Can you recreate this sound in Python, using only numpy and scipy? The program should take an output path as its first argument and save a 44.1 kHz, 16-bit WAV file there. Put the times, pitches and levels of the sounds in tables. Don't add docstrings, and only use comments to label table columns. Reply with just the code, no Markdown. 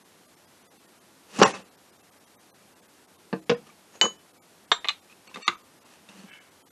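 import sys
import numpy as np
from scipy import signal
from scipy.fft import rfft, irfft
from scipy.io import wavfile
from scipy.ndimage import uniform_filter1d

SR = 44100
rng = np.random.default_rng(int(sys.argv[2]) if len(sys.argv) > 2 else 0)


def voltage_ratio(level):
    return 10 ** (np.asarray(level, float) / 20)


def master(y):
    cut = np.clip(np.atleast_2d(y).T, -1, 1)
    pcm = np.round(cut * 32767)
    wavfile.write(sys.argv[1], SR, pcm.astype(np.int16))


N = 295911


def seconds(length):
    return np.arange(int(length * SR)) / SR


def octaves(hz):
    return np.log2(np.clip(hz, 150, 9000) / 1000)


def unit(x):
    return x / np.sqrt(np.mean(x ** 2))


def fade(t, t60):
    return np.exp(-np.log(1000) * t / np.maximum(t60, 1e-3))


def add(track, start_s, x):
    i = int(start_s * SR)
    track[i:i + len(x)] += x[:N - i]


def curve(rows, hz):
    f, value = np.transpose(rows)
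    return np.interp(np.log(np.maximum(hz, 1)), np.log(f), value)


def colour(x, rows, tilt_db=0.):
    size = 1024
    hz = np.fft.rfftfreq(2 * size, 1 / SR)
    db = curve(rows, hz) + tilt_db * octaves(hz)
    cepstrum = irfft(db * np.log(10) / 20)
    cepstrum[1:size] *= 2
    cepstrum[size + 1:] = 0
    response = irfft(np.exp(rfft(cepstrum)))[:size]
    return signal.fftconvolve(x, response)[:len(x)]


def resonate(x, peaks):
    return sum(voltage_ratio(db) * signal.lfilter(*signal.iirpeak(f, f / max(width, 10), SR), x)
               for f, width, db in peaks)


def blows(cracks, rings, rows, modes, crack, first=4.6):
    t = seconds(.26)
    hz, mode_db, t60 = np.array(modes, float).T[:, :, None]
    for start_s, peak_db, tilt_db, ring_db, crack_t60 in rows:
        grit = rng.standard_normal(len(t)) * fade(t, crack_t60)
        grit[0] = first
        snap = colour(grit, crack, tilt_db)
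        gain = voltage_ratio(mode_db + 0.5 * rng.standard_normal(hz.shape) + tilt_db * octaves(hz))
        ring = (gain * np.sin(2 * np.pi * hz * t) * fade(t, t60)).sum(axis=0)
        ring *= 1 - np.exp(-t / 0.00081)
        add(cracks, start_s, voltage_ratio(peak_db) * snap / abs(snap).max())
        add(rings, start_s, voltage_ratio(peak_db + ring_db) * ring / gain.max())


# f/Hz, level/dB, t60/s
HEAP_MODES = [(210, -6, 0.058), (400, -11, 0.04), (445, 0, 0.049), (543, 1, 0.066), (820.5, -2.5, 0.06),
              (941, -9, 0.084), (1065, -1.5, 0.078), (1296, -9.5, 0.095), (1575, -17, 0.043),
              (1975, -13, .04), (2810, -17, 0.056), (3004, -14, 0.023)]
COG_MODES = [(2160, -5.5, .07), (2600, 1, 0.12), (2820, -1, 0.064), (5314, -0.5, 0.071), (5700, -2, 0.077),
             (6845, -4.5, 0.073), (7294, -1.5, 0.076), (8700, -18, .06)]
# f/Hz, level/dB
HEAP_COLOUR = [(47, -19), (90, -3.5), (200, -12.5), (500, -5), (1050, -5), (1900, -13), (2900, -21),
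               (6100, -22.5), (8200, -39), (12000, -46.5), (22000, -120)]
# t/s, peak/dB, brightness/(dB per octave), ring/dB, crack t60/s
HEAP_HITS = [(1.386, -22.5, -10, -6.5, 0.037), (1.39, -19, -8.5, -3.5, 0.06),
             (1.396, -19.5, -5.5, -8.5, .04), (1.399, -16.5, 1.5, -11, 0.22),
             (1.4042, -24, -1.5, -8, 0.039), (1.4159, -5.5, -1.5, 1.5, 0.032), (1.422, -8.5, 2, -8, 0.021),
             (1.426, -2, 1, -11.5, 0.0087), (1.4303, -3, 4, -8, 0.05), (1.434, -4.5, 1.5, -19, 0.018),
             (1.437, -11.5, -3, -7.5, 0.014), (1.444, -18, 1, 0, 0.062), (1.451, -14, 0.5, -7, 0.15),
             (1.457, -15.5, -2, -7.5, 0.062), (1.466, -19.5, -1.5, -9, 0.053), (1.477, -31, 4, -7, 0.035),
             (1.488, -33.5, -3.5, -8, 0.053), (1.505, -46, 0, -14, 0.043), (1.539, -28, 2.5, -14, 0.093),
             (1.516, -41, 8, -10, 0.018), (1.547, -37, -4, -10, .02), (1.558, -38, -2, -18, 0.03),
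             (1.575, -42, 0, -13, 0.035), (1.597, -46, -4, -17, 0.033)]
COG_HITS = [
    (1.388, -26.5, 7, -9.5, .03),
    (1.4328, -17, -3, -3.5, .015),
    (1.476, -35, 6, -13, .03),
    (1.534, -35, -10, -2, .04),
]


def heap_drop(cracks, rings):
    blows(cracks, rings, HEAP_HITS, HEAP_MODES, HEAP_COLOUR)
    blows(cracks, rings, COG_HITS, COG_MODES, HEAP_COLOUR)


# f/Hz, level/dB, t60/s
PLANK_MODES = [(191, 3.5, 0.084), (229.6, 1, .07), (321, -6, 0.2), (470, -2, 0.089), (563, -5, 0.061),
               (699, -21.5, 0.13), (1030, -15, 0.1), (1154, -6, 0.034), (1330, -34, .07),
               (1800, -23, 0.093), (2550, -19, .06), (4231, -18, 0.023)]
# f/Hz, level/dB
KNOCK_COLOUR = [(47, -14), (80, -9.5), (544, -10), (1490, -22), (1780, -14.5), (2040, -32), (2700, -23),
                (3300, -42.5), (4400, -34.5), (9000, -77), (11700, -95), (19800, -120)]
# t/s, peak/dB, brightness/(dB per octave), ring/dB, crack t60/s
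KNOCK_HITS = [
    (3.328, -19, 0.049, -2, 0.083),
    (3.3321, -24, -0.25, 1.4, 0.0066),
    (3.36, -36, 0, 1.8, .02),
]


def plank_knock(cracks, rings):
    blows(cracks, rings, KNOCK_HITS, PLANK_MODES, KNOCK_COLOUR)


# f/Hz, level/dB, t60/s
BENCH_MODES = [(186, -7.5, 0.12), (239.5, -6, 0.059), (417, -35, .07), (476.7, 3.5, 0.11), (514, -9, 0.17),
               (633, -11, 0.1), (717, -14.5, 0.094), (1040, -8.5, 0.12), (1470, -1.5, 0.033),
               (1836, -24, .07), (2690, -10, 0.028)]
# f/Hz, level/dB
BENCH_COLOUR = [(47, -24.5), (80, -11), (517, -12.5), (873, -16.5), (2150, -17.5), (2710, -11.5),
                (3010, -16), (6270, -28), (7890, -40), (9530, -64), (12000, -48), (15600, -83),
                (22000, -120)]
# t/s, peak/dB, brightness/(dB per octave), ring/dB, crack t60/s
BENCH_HITS = [
    (3.4955, -10, -1.3, -5.5, 0.058),
    (3.4999, -11.5, 0.4, -9, 0.029),
    (3.514, -19.5, -3.5, 6, 0.034),
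    (3.523, -29, -2.5, 6.5, .02),
    (3.953, -41, -9.5, -21, 0.029),
]


def bench_set_down(cracks, rings):
    blows(cracks, rings, BENCH_HITS, BENCH_MODES, BENCH_COLOUR)


# f/Hz, level/dB, t60/s
GEAR_MODES = [(2993, -.5, .18), (3004, -33, .5), (4226, -32, .08), (6029, -14, .1), (6380, -33, .1),
              (6691, -8.5, .12), (7359, -15, .16), (11500, -30, .12)]
# f/Hz, level/dB
GEAR_COLOUR = [(47, -62), (80, -26), (1780, -1), (2390, -2.5), (4120, 1.5), (5410, -11.5), (6960, -14.5),
               (7890, -12.5), (8760, -36.5), (12000, -27), (15600, -83), (22000, -120)]
# t/s, peak/dB, brightness/(dB per octave), ring/dB, crack t60/s
GEAR_HITS = [
    (4.013, -0.28, 0.28, -11, 0.0068),
]


def gear_crack(cracks, rings):
    blows(cracks, rings, GEAR_HITS, GEAR_MODES, GEAR_COLOUR, first=11.4)


# f/Hz, level/dB, t60/s
CLATTER_MODES = [(225.5, -8.5, 0.067), (475, -6.5, 0.11), (800, -21, 0.056), (1070, 1, 0.029),
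                 (1550, -13, 0.028)]
# f/Hz, level/dB
CLATTER_COLOUR = [(60, -46), (150, -7.5), (450, 3.5), (1100, 7.5), (2200, -1), (4200, -20), (5500, -30),
                  (8000, -42), (12000, -45)]
# t/s, peak/dB, brightness/(dB per octave), ring/dB, crack t60/s
CLATTER_HITS = [
    (4.0157, -16, -0.5, -14, 0.12),
    (4.038, -20, -5, -6, 0.054),
    (4.046, -35, 3, -9, 0.02),
    (4.055, -23.5, -2, 1.5, 0.018),
    (4.063, -26, -5, -14, 0.016),
    (4.081, -49, 1, 14, 0.025),
]


def gear_clatter(cracks, rings):
    blows(cracks, rings, CLATTER_HITS, CLATTER_MODES, CLATTER_COLOUR)


# f/Hz, level/dB, t60/s
SHAFT_MODES = [(440, -5, .04), (700, -6, 0.075), (1102, 1, 0.055), (1190, 2, 0.04), (1570, -10, 0.031),
               (1824, -6, 0.043), (2139, -10, 0.06), (3100, -18.5, .09), (3341, -11, .05), (3612, 1, 0.075),
               (3670, -26.5, 0.46), (3800, -6.5, 0.07), (4180, -22.5, .12), (5860, -22.5, 0.09)]
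# f/Hz, level/dB
SHAFT_COLOUR = [(47, -64.5), (120, -22), (280, -30), (873, -7.5), (1120, 1), (2650, -15.5), (3710, -3.5),
                (4970, -29), (7570, -26.5), (9140, -62.5), (12000, -51), (15600, -88), (22000, -120)]
# t/s, peak/dB, brightness/(dB per octave), ring/dB, crack t60/s
SHAFT_HITS = [
    (4.7164, -4.5, 0.98, -6.5, 0.045),
    (4.7215, -19, 0.21, -4.5, .015),
    (4.728, -16, 0.5, -14.5, 0.014),
    (4.734, -28, 1, -10, 0.026),
]


def shaft_landing(cracks, rings):
    blows(cracks, rings, SHAFT_HITS, SHAFT_MODES, SHAFT_COLOUR)


# f/Hz, level/dB, t60/s
SPLINE_MODES = [(1176, -0.5, 0.032), (1943, -20, 0.096), (2110, -10, 0.091), (2504, 1.5, 0.059),
                (2910, -3.5, 0.065), (3660, 4.5, 0.033), (3780, -13, 0.057), (4050, -6, 0.097),
                (4090, -6, .09), (6130, -23, 0.074), (6500, -18, 0.035), (4920, -24, .08)]
# f/Hz, level/dB
SPLINE_COLOUR = [(47, -79), (80, -71), (1150, -14.5), (1670, -18), (2060, -8.5), (3340, -15.5),
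                 (3630, -10.5), (5190, -28), (7890, -28.5), (10600, -54.5), (12000, -33), (15600, -54.5),
                 (22000, -120)]
# t/s, peak/dB, brightness/(dB per octave), ring/dB, crack t60/s
SPLINE_HITS = [
    (4.8448, -18.5, -5, -9, 0.051),
    (4.855, -25, -10.5, -14, .015),
    (4.874, -27, -4, -9, 0.007),
    (4.8856, -8.5, 0.5, -12, 0.005),
    (4.889, -20, 0.5, 4, 0.03),
    (4.893, -14, 0, -13, 0.024),
    (4.902, -25.5, -4.5, -11, 0.03),
    (4.911, -35, 1.5, -10, .1),
]


def spline_catch(cracks, rings):
    blows(cracks, rings, SPLINE_HITS, SPLINE_MODES, SPLINE_COLOUR)


# f/Hz, level/dB, t60/s
SEAT_MODES = [(352, -15.5, 0.14), (1204, 12.5, 0.033), (2034, -2.5, 0.038), (2074, -5.5, 0.063),
              (2420, -11, 0.028), (2772, -20, 0.064), (3520, -5, 0.043), (3690, -4, 0.025),
              (3800, -3, 0.031), (4140, -5, 0.037), (4580, -4.5, 0.022), (6140, -27, 0.035),
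              (6700, -10, 0.0205)]
# f/Hz, level/dB
SEAT_COLOUR = [(47, -68), (80, -17.5), (560, -25), (860, -16.5), (1200, -4.5), (1710, -19.5), (2020, -13.5),
               (3070, -24.5), (3710, -18.5), (5080, -36.5), (6530, -29.5), (8300, -45.5), (12000, -50),
               (15600, -89), (22000, -120)]
# t/s, peak/dB, brightness/(dB per octave), ring/dB, crack t60/s
SEAT_HITS = [
    (5.359, -26, -1.6, 1, 0.022),
    (5.370, -31.5, -.3, -9, .012),
    (5.479, -5.5, 1.06, 0.5, 0.031),
    (5.488, -17, -1.8, -25.5, 0.035),
    (5.497, -25, 2, -18, 0.052),
    (5.51, -32, 1.5, -17, 0.061),
    (5.522, -34, 0.56, -18, 0.052),
    (5.554, -42, -1, -1, 0.027),
]


def shaft_seat(cracks, rings):
    blows(cracks, rings, SEAT_HITS, SEAT_MODES, SEAT_COLOUR)


# f/Hz, width/Hz, level/dB
STEEL_BANDS = [(1150, 490, -3.5), (1760, 540, -5.5), (2650, 510, -1)]
GRIT_BANDS = [(3460, 1200, 0), (4370, 1000, -5), (5850, 1300, -2.5), (7830, 10000, 2)]
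# t/s, peak level/dB, f/Hz, t60/s
TOUCH_NOTES = [(1.391, -15, 262, 0.027), (1.43, -11, 2976, 0.03), (1.452, -10, 1070, 0.047),
               (1.476, -23.5, 1880, 0.044), (3.547, -36, 1820, 0.034), (4.036, -21.5, 1070, 0.017),
               (4.046, -22, 506, 0.02), (4.054, -16.5, 1133, 0.036), (4.063, -20, 506, 0.024),
               (3.664, -50, 1220, 0.029), (3.692, -45.5, 1190, 0.043), (3.701, -48, 2310, 0.051),
               (4.045, -24.5, 6691, 0.17), (5.098, -49.5, 2490, 0.091), (3.928, -55, 6630, .12),
               (3.954, -51, 6720, .2), (3.954, -58, 6200, .25), (4.7174, -30, 7410, .17),
               (4.855, -27, 2130, 0.032), (1.476, -30, 10200, .08), (5.48, -18.5, 1250, .03),
               (5.126, -41.5, 2580, 0.029), (5.277, -41, 2280, 0.0099), (5.314, -43, 1030, 0.043),
               (5.343, -33, 2640, 0.055), (5.345, -36, 3650, 0.075), (5.411, -44, 1150, 0.033),
               (5.429, -36, 2750, 0.035), (6.089, -43.5, 2700, 0.041), (6.089, -39.5, 3650, 0.021),
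               (6.193, -49, 4400, 0.065), (6.286, -52, 3580, 0.018)]


def touches(track):
    t = seconds(.12)
    for start_s, peak_db, hz, t60 in TOUCH_NOTES:
        grit = unit(resonate(rng.standard_normal(len(t)), STEEL_BANDS + GRIT_BANDS)) * fade(t, 0.78 * t60)
        note = np.sin(2 * np.pi * hz * t) * fade(t, t60)
        add(track, start_s, voltage_ratio(peak_db - 2) * (note + 0.11 * grit))


def slips(rate_hz, spread_db):
    clicks = rng.random(N) < rate_hz / SR
    return clicks * rng.standard_normal(N) * voltage_ratio(spread_db * rng.exponential(size=N))


def swells(rows):
    t, gain = np.arange(N) / SR, np.zeros(N)
    for peak_s, rise, fall, db in rows:
        span = slice(int((peak_s - rise) * SR), int((peak_s + fall) * SR))
        late = t[span] - peak_s
        drop_db = 30 * np.where(late < 0, -late / rise, late / fall)
        gain[span] += voltage_ratio(db - drop_db)
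    return uniform_filter1d(gain, size=200)


# f/Hz, width/Hz, level/dB
WOOD_BANDS = [(199, 41, 4), (328, 100, -6), (452.8, 160, -2), (802, 130, -11)]
# t/s of the hardest push, rise/s, fall/s, steel level/dB, wood over steel/dB
DRAG_PUSHES = [(1.375, .12, 0.084, -39, -4.5), (1.392, 0.01, 0.047, -36, 6),
               (1.489, 0.076, 0.14, -35.5, -14), (1.555, .12, 0.17, -49, 5.5),
               (3.672, 0.022, 0.016, -51, -5), (3.692, 0.037, 0.18, -64, 7),
               (3.959, 0.092, 0.067, -55.5, 5), (5.122, 0.086, .025, -56, -20),
               (5.276, 0.0033, 0.017, -52, -15), (5.29, 0.049, 0.11, -53, -4),
               (5.345, 0.0054, 0.043, -42.5, -4), (5.371, 0.014, 0.07, -55.5, 14),
               (5.40, 0.045, 0.23, -61, -4), (5.469, 0.062, 0.11, -43, -22.5),
               (5.862, 0.081, 0.19, -63.5, 3), (5.94, 0.25, 0.14, -58, -9.5),
               (6.09, 0.016, 0.13, -54.5, -1), (6.188, 0.21, 0.5, -55.5, -2), (6.27, 0.066, 0.025, -70, 7)]


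def dragging():
    rasp = slips(6000, 1.2)
    wood = unit(resonate(slips(2600, 0.83), WOOD_BANDS))
    steel = unit(resonate(rasp, STEEL_BANDS))
    grit = unit(resonate(resonate(rasp, GRIT_BANDS), GRIT_BANDS))
    wood_rows = [(s, rise, fall, db + wood_db) for s, rise, fall, db, wood_db in DRAG_PUSHES]
    steel_rows = [(s, rise, fall, db) for s, rise, fall, db, _ in DRAG_PUSHES]
    grit_rows = [(s, rise, 0.5 * fall, db - 4.5 + .15 * wood_db) for s, rise, fall, db, wood_db in DRAG_PUSHES]
    return wood * swells(wood_rows) + steel * swells(steel_rows) + grit * swells(grit_rows)


# f/Hz, width/Hz, level/dB
BORE_BANDS = [(1260, 60, -3), (1880, 67, -3.5), (2280, 60, 0), (2750, 53, -7), (3650, 62, 2),
              (4400, 79.7, 1), (6000, 100, -2), (7550, 66, -2.5)]
# t/s, rise/s, fall/s, level/dB
BORE_SLIDES = [
    (5.277, 0.0038, 0.033, -49.5),
    (5.43, 0.042, 0.044, -45),
    (5.465, 0.05, 0.02, -45),
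]


def bore_slide():
    return unit(resonate(slips(3000, 1.3), BORE_BANDS)) * swells(BORE_SLIDES)


# t/s, rise/s, fall/s, level/dB
BENCH_HUMS = [
    (6.198, 0.26, 0.065, -49.5),
    (6.242, 0.044, 0.079, -51.5),
]


def bench_hum():
    lowest = WOOD_BANDS[:1]
    return unit(resonate(resonate(slips(350, 2.0), lowest), lowest)) * swells(BENCH_HUMS)


# f/Hz, width/Hz, level/dB
WASHER_BANDS = [(1660, 360, -5), (2180, 260, -3), (2640, 100, -6), (2950, 145, -4.5)]
# t/s, rise/s, fall/s, level/dB
WASHER_SCRAPES = [
    (6.292, 0.014, 0.11, -51.5),
    (6.326, 0.11, 0.29, -50.5),
]


def washer_scrape():
    squeal = unit(resonate(resonate(slips(2200, 1.44), WASHER_BANDS), WASHER_BANDS))
    return squeal * swells(WASHER_SCRAPES)


# f/Hz, t60/s
ROOM_DECAY = [(100, 0.45), (400, 0.27), (1500, 0.17), (4000, 0.19), (9000, 0.24)]


def room(x):
    t = seconds(.4)
    tail = 0
    for hz in 125 * 2. 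** np.arange(7):
        band = resonate(rng.standard_normal(len(t)), [(hz, 0.87 * hz, 0)])
        tail = tail + band * fade(t, curve(ROOM_DECAY, hz))
    tail *= np.clip(t / 0.003, 0, 1)
    return voltage_ratio(-14) * signal.fftconvolve(x, tail / np.sqrt(np.sum(tail ** 2)))[:N]


def shake(x):
    t = seconds(.8)
    sway = resonate(rng.standard_normal(len(t)), [(55, 40, 0)]) * fade(t, .6)
    return voltage_ratio(-64) * signal.fftconvolve(abs(x), sway / np.sqrt(np.sum(sway ** 2)))[:N]


def microphone(x):
    x = signal.sosfilt(signal.butter(4, 162, "high", fs=SR, output="sos"), x)
    return signal.sosfilt(signal.butter(3, 8970, fs=SR, output="sos"), x)


# f/Hz, level/dB
HISS_COLOUR = [(12, -61), (20, -29.5), (59, -17), (97, -3.5), (123, -8), (181, -1), (320, -0.5),
               (468, -3.5), (850, -5), (1820, -9.5), (2450, -11.5), (12200, -16.5), (13200, -16)]


def hiss():
    return voltage_ratio(-56.5) * unit(colour(rng.standard_normal(N), HISS_COLOUR))


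def scene():
    cracks, rings = np.zeros((2, N))
    for event in (heap_drop, plank_knock, bench_set_down, gear_crack, gear_clatter,
                  shaft_landing, spline_catch, shaft_seat):
        event(cracks, rings)
    touches(rings)
    slides = dragging() + bore_slide() + bench_hum() + washer_scrape()
    work = cracks + rings + room(cracks + 0.28 * rings) + slides
    return (microphone(work) + shake(cracks + rings) + hiss())[None]


SHORT_ALL = [5.439, 5.462]
SHORT_BASS = [.273, .678, .784, 6.695]
SHORT_MID = [.039, .357, .466, .699, .87, .998, 1.98, 2.023, 2.108, 2.257, 2.363, 2.512, 2.532, 2.748,
             2.813, 3.068, 3.174, 3.409, 3.451, 4.326, 4.391, 4.412, 5.011, 5.287, 5.799, 6.632, 6.652]
SHORT_HIGH = [1.447, 1.532, 1.638, 1.703, 1.767, 1.917, 2.192, 2.386, 2.876, 4.177, 4.668, 5.626, 6.311,
              6.394]
SHORT_TOP = [.637, 3.56, 4.797, 5.564, 5.84, 6.502]
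SHORT_FROM_HZ = 120, 480, 1780, 3150, 4800
SHORT_STEP_DB = 7, 6.3, 7.5, 7.2, 7.7
# from t/s, to t/s, above f/Hz
BUSY_SPANS = [(1.40, 1.43, 12000), (1.44, 1.56, 11300), (1.57, 1.6, 12000), (3.51, 3.56, 12100),
              (4.02, 4.08, 12300), (4.73, 4.79, 12100), (4.86, 4.9, 12250), (5.41, 5.47, 11800)]
# from t/s, to t/s, above f/Hz
THIN_SPANS = [(4.0, 4.07, 8100)]


def starve(x):
    size, offset = 941, 762
    n, k = np.arange(2 * size) + .5, np.arange(size) + .5
    basis = np.sqrt(2 / size) * np.cos(np.pi / size * (n[:, None] + size / 2) * k)
    line_hz = k * SR / 2 / size

    def frame(s):
        return int(round((s * SR - offset) / size))

    def above(spans):
        return {i: hz for s0, s1, hz in spans for i in range(frame(s0), frame(s1) + 1)}

    smooth = np.sin(np.pi * n / 2 / size)
    sudden = np.sin(np.pi / 2 * np.clip((k - size / 2) * 8 / size + .5, 0, 1))
    windows = {frame(1.447): np.r_[sudden, smooth[size:]],
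               frame(5.462): np.r_[smooth[:size], sudden[::-1]]}
    groups = SHORT_ALL, SHORT_BASS, SHORT_MID, SHORT_HIGH, SHORT_TOP
    steps = {}
    for times, from_hz, step_db in zip(groups, SHORT_FROM_HZ, SHORT_STEP_DB):
        for s in times:
            steps[frame(s)] = from_hz, step_db
    tops, thin = above(BUSY_SPANS), above(THIN_SPANS)
    padded = np.pad(x, 2 * size)
    y = padded.copy()
    for i in set(steps) | set(tops) | set(thin):
        span = slice(offset + size * (i + 1), offset + size * (i + 3))
        window = windows.get(i, smooth)
        lines = (padded[span] * window) @ basis
        gain = 1. * (line_hz < tops.get(i, SR))
        local = np.sqrt(uniform_filter1d(lines ** 2, size=150))
        if i in thin:
            top = (line_hz > thin[i]) & (line_hz < 12400)
            gain[top] *= abs(lines[top]) > voltage_ratio(6) * np.std(lines[top])
        if i in steps:
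            hz, step_db = steps[i]
            growth = np.clip(line_hz / hz, 0, 1) ** 2.0 * voltage_ratio(0.27 * octaves(line_hz))
            step = voltage_ratio(step_db) * local * growth
            gain *= (abs(lines) > step) * np.where(line_hz > hz, voltage_ratio(4), 1)
        y[span] += window * (basis @ (lines * (gain - 1)))
    return y[2 * size:-2 * size]


def top_cut(x):
    return signal.sosfilt(signal.butter(12, 13090, fs=SR, output="sos"), x)


def record(dry):
    clipped = np.clip(dry[0], -.95, .95)
    top = signal.ellip(10, .3, 60, 12850, fs=SR, output="sos")
    mix = starve(signal.sosfilt(top, clipped))[None]
    return top_cut(mix)


dry = scene()
out = record(dry)
master(out)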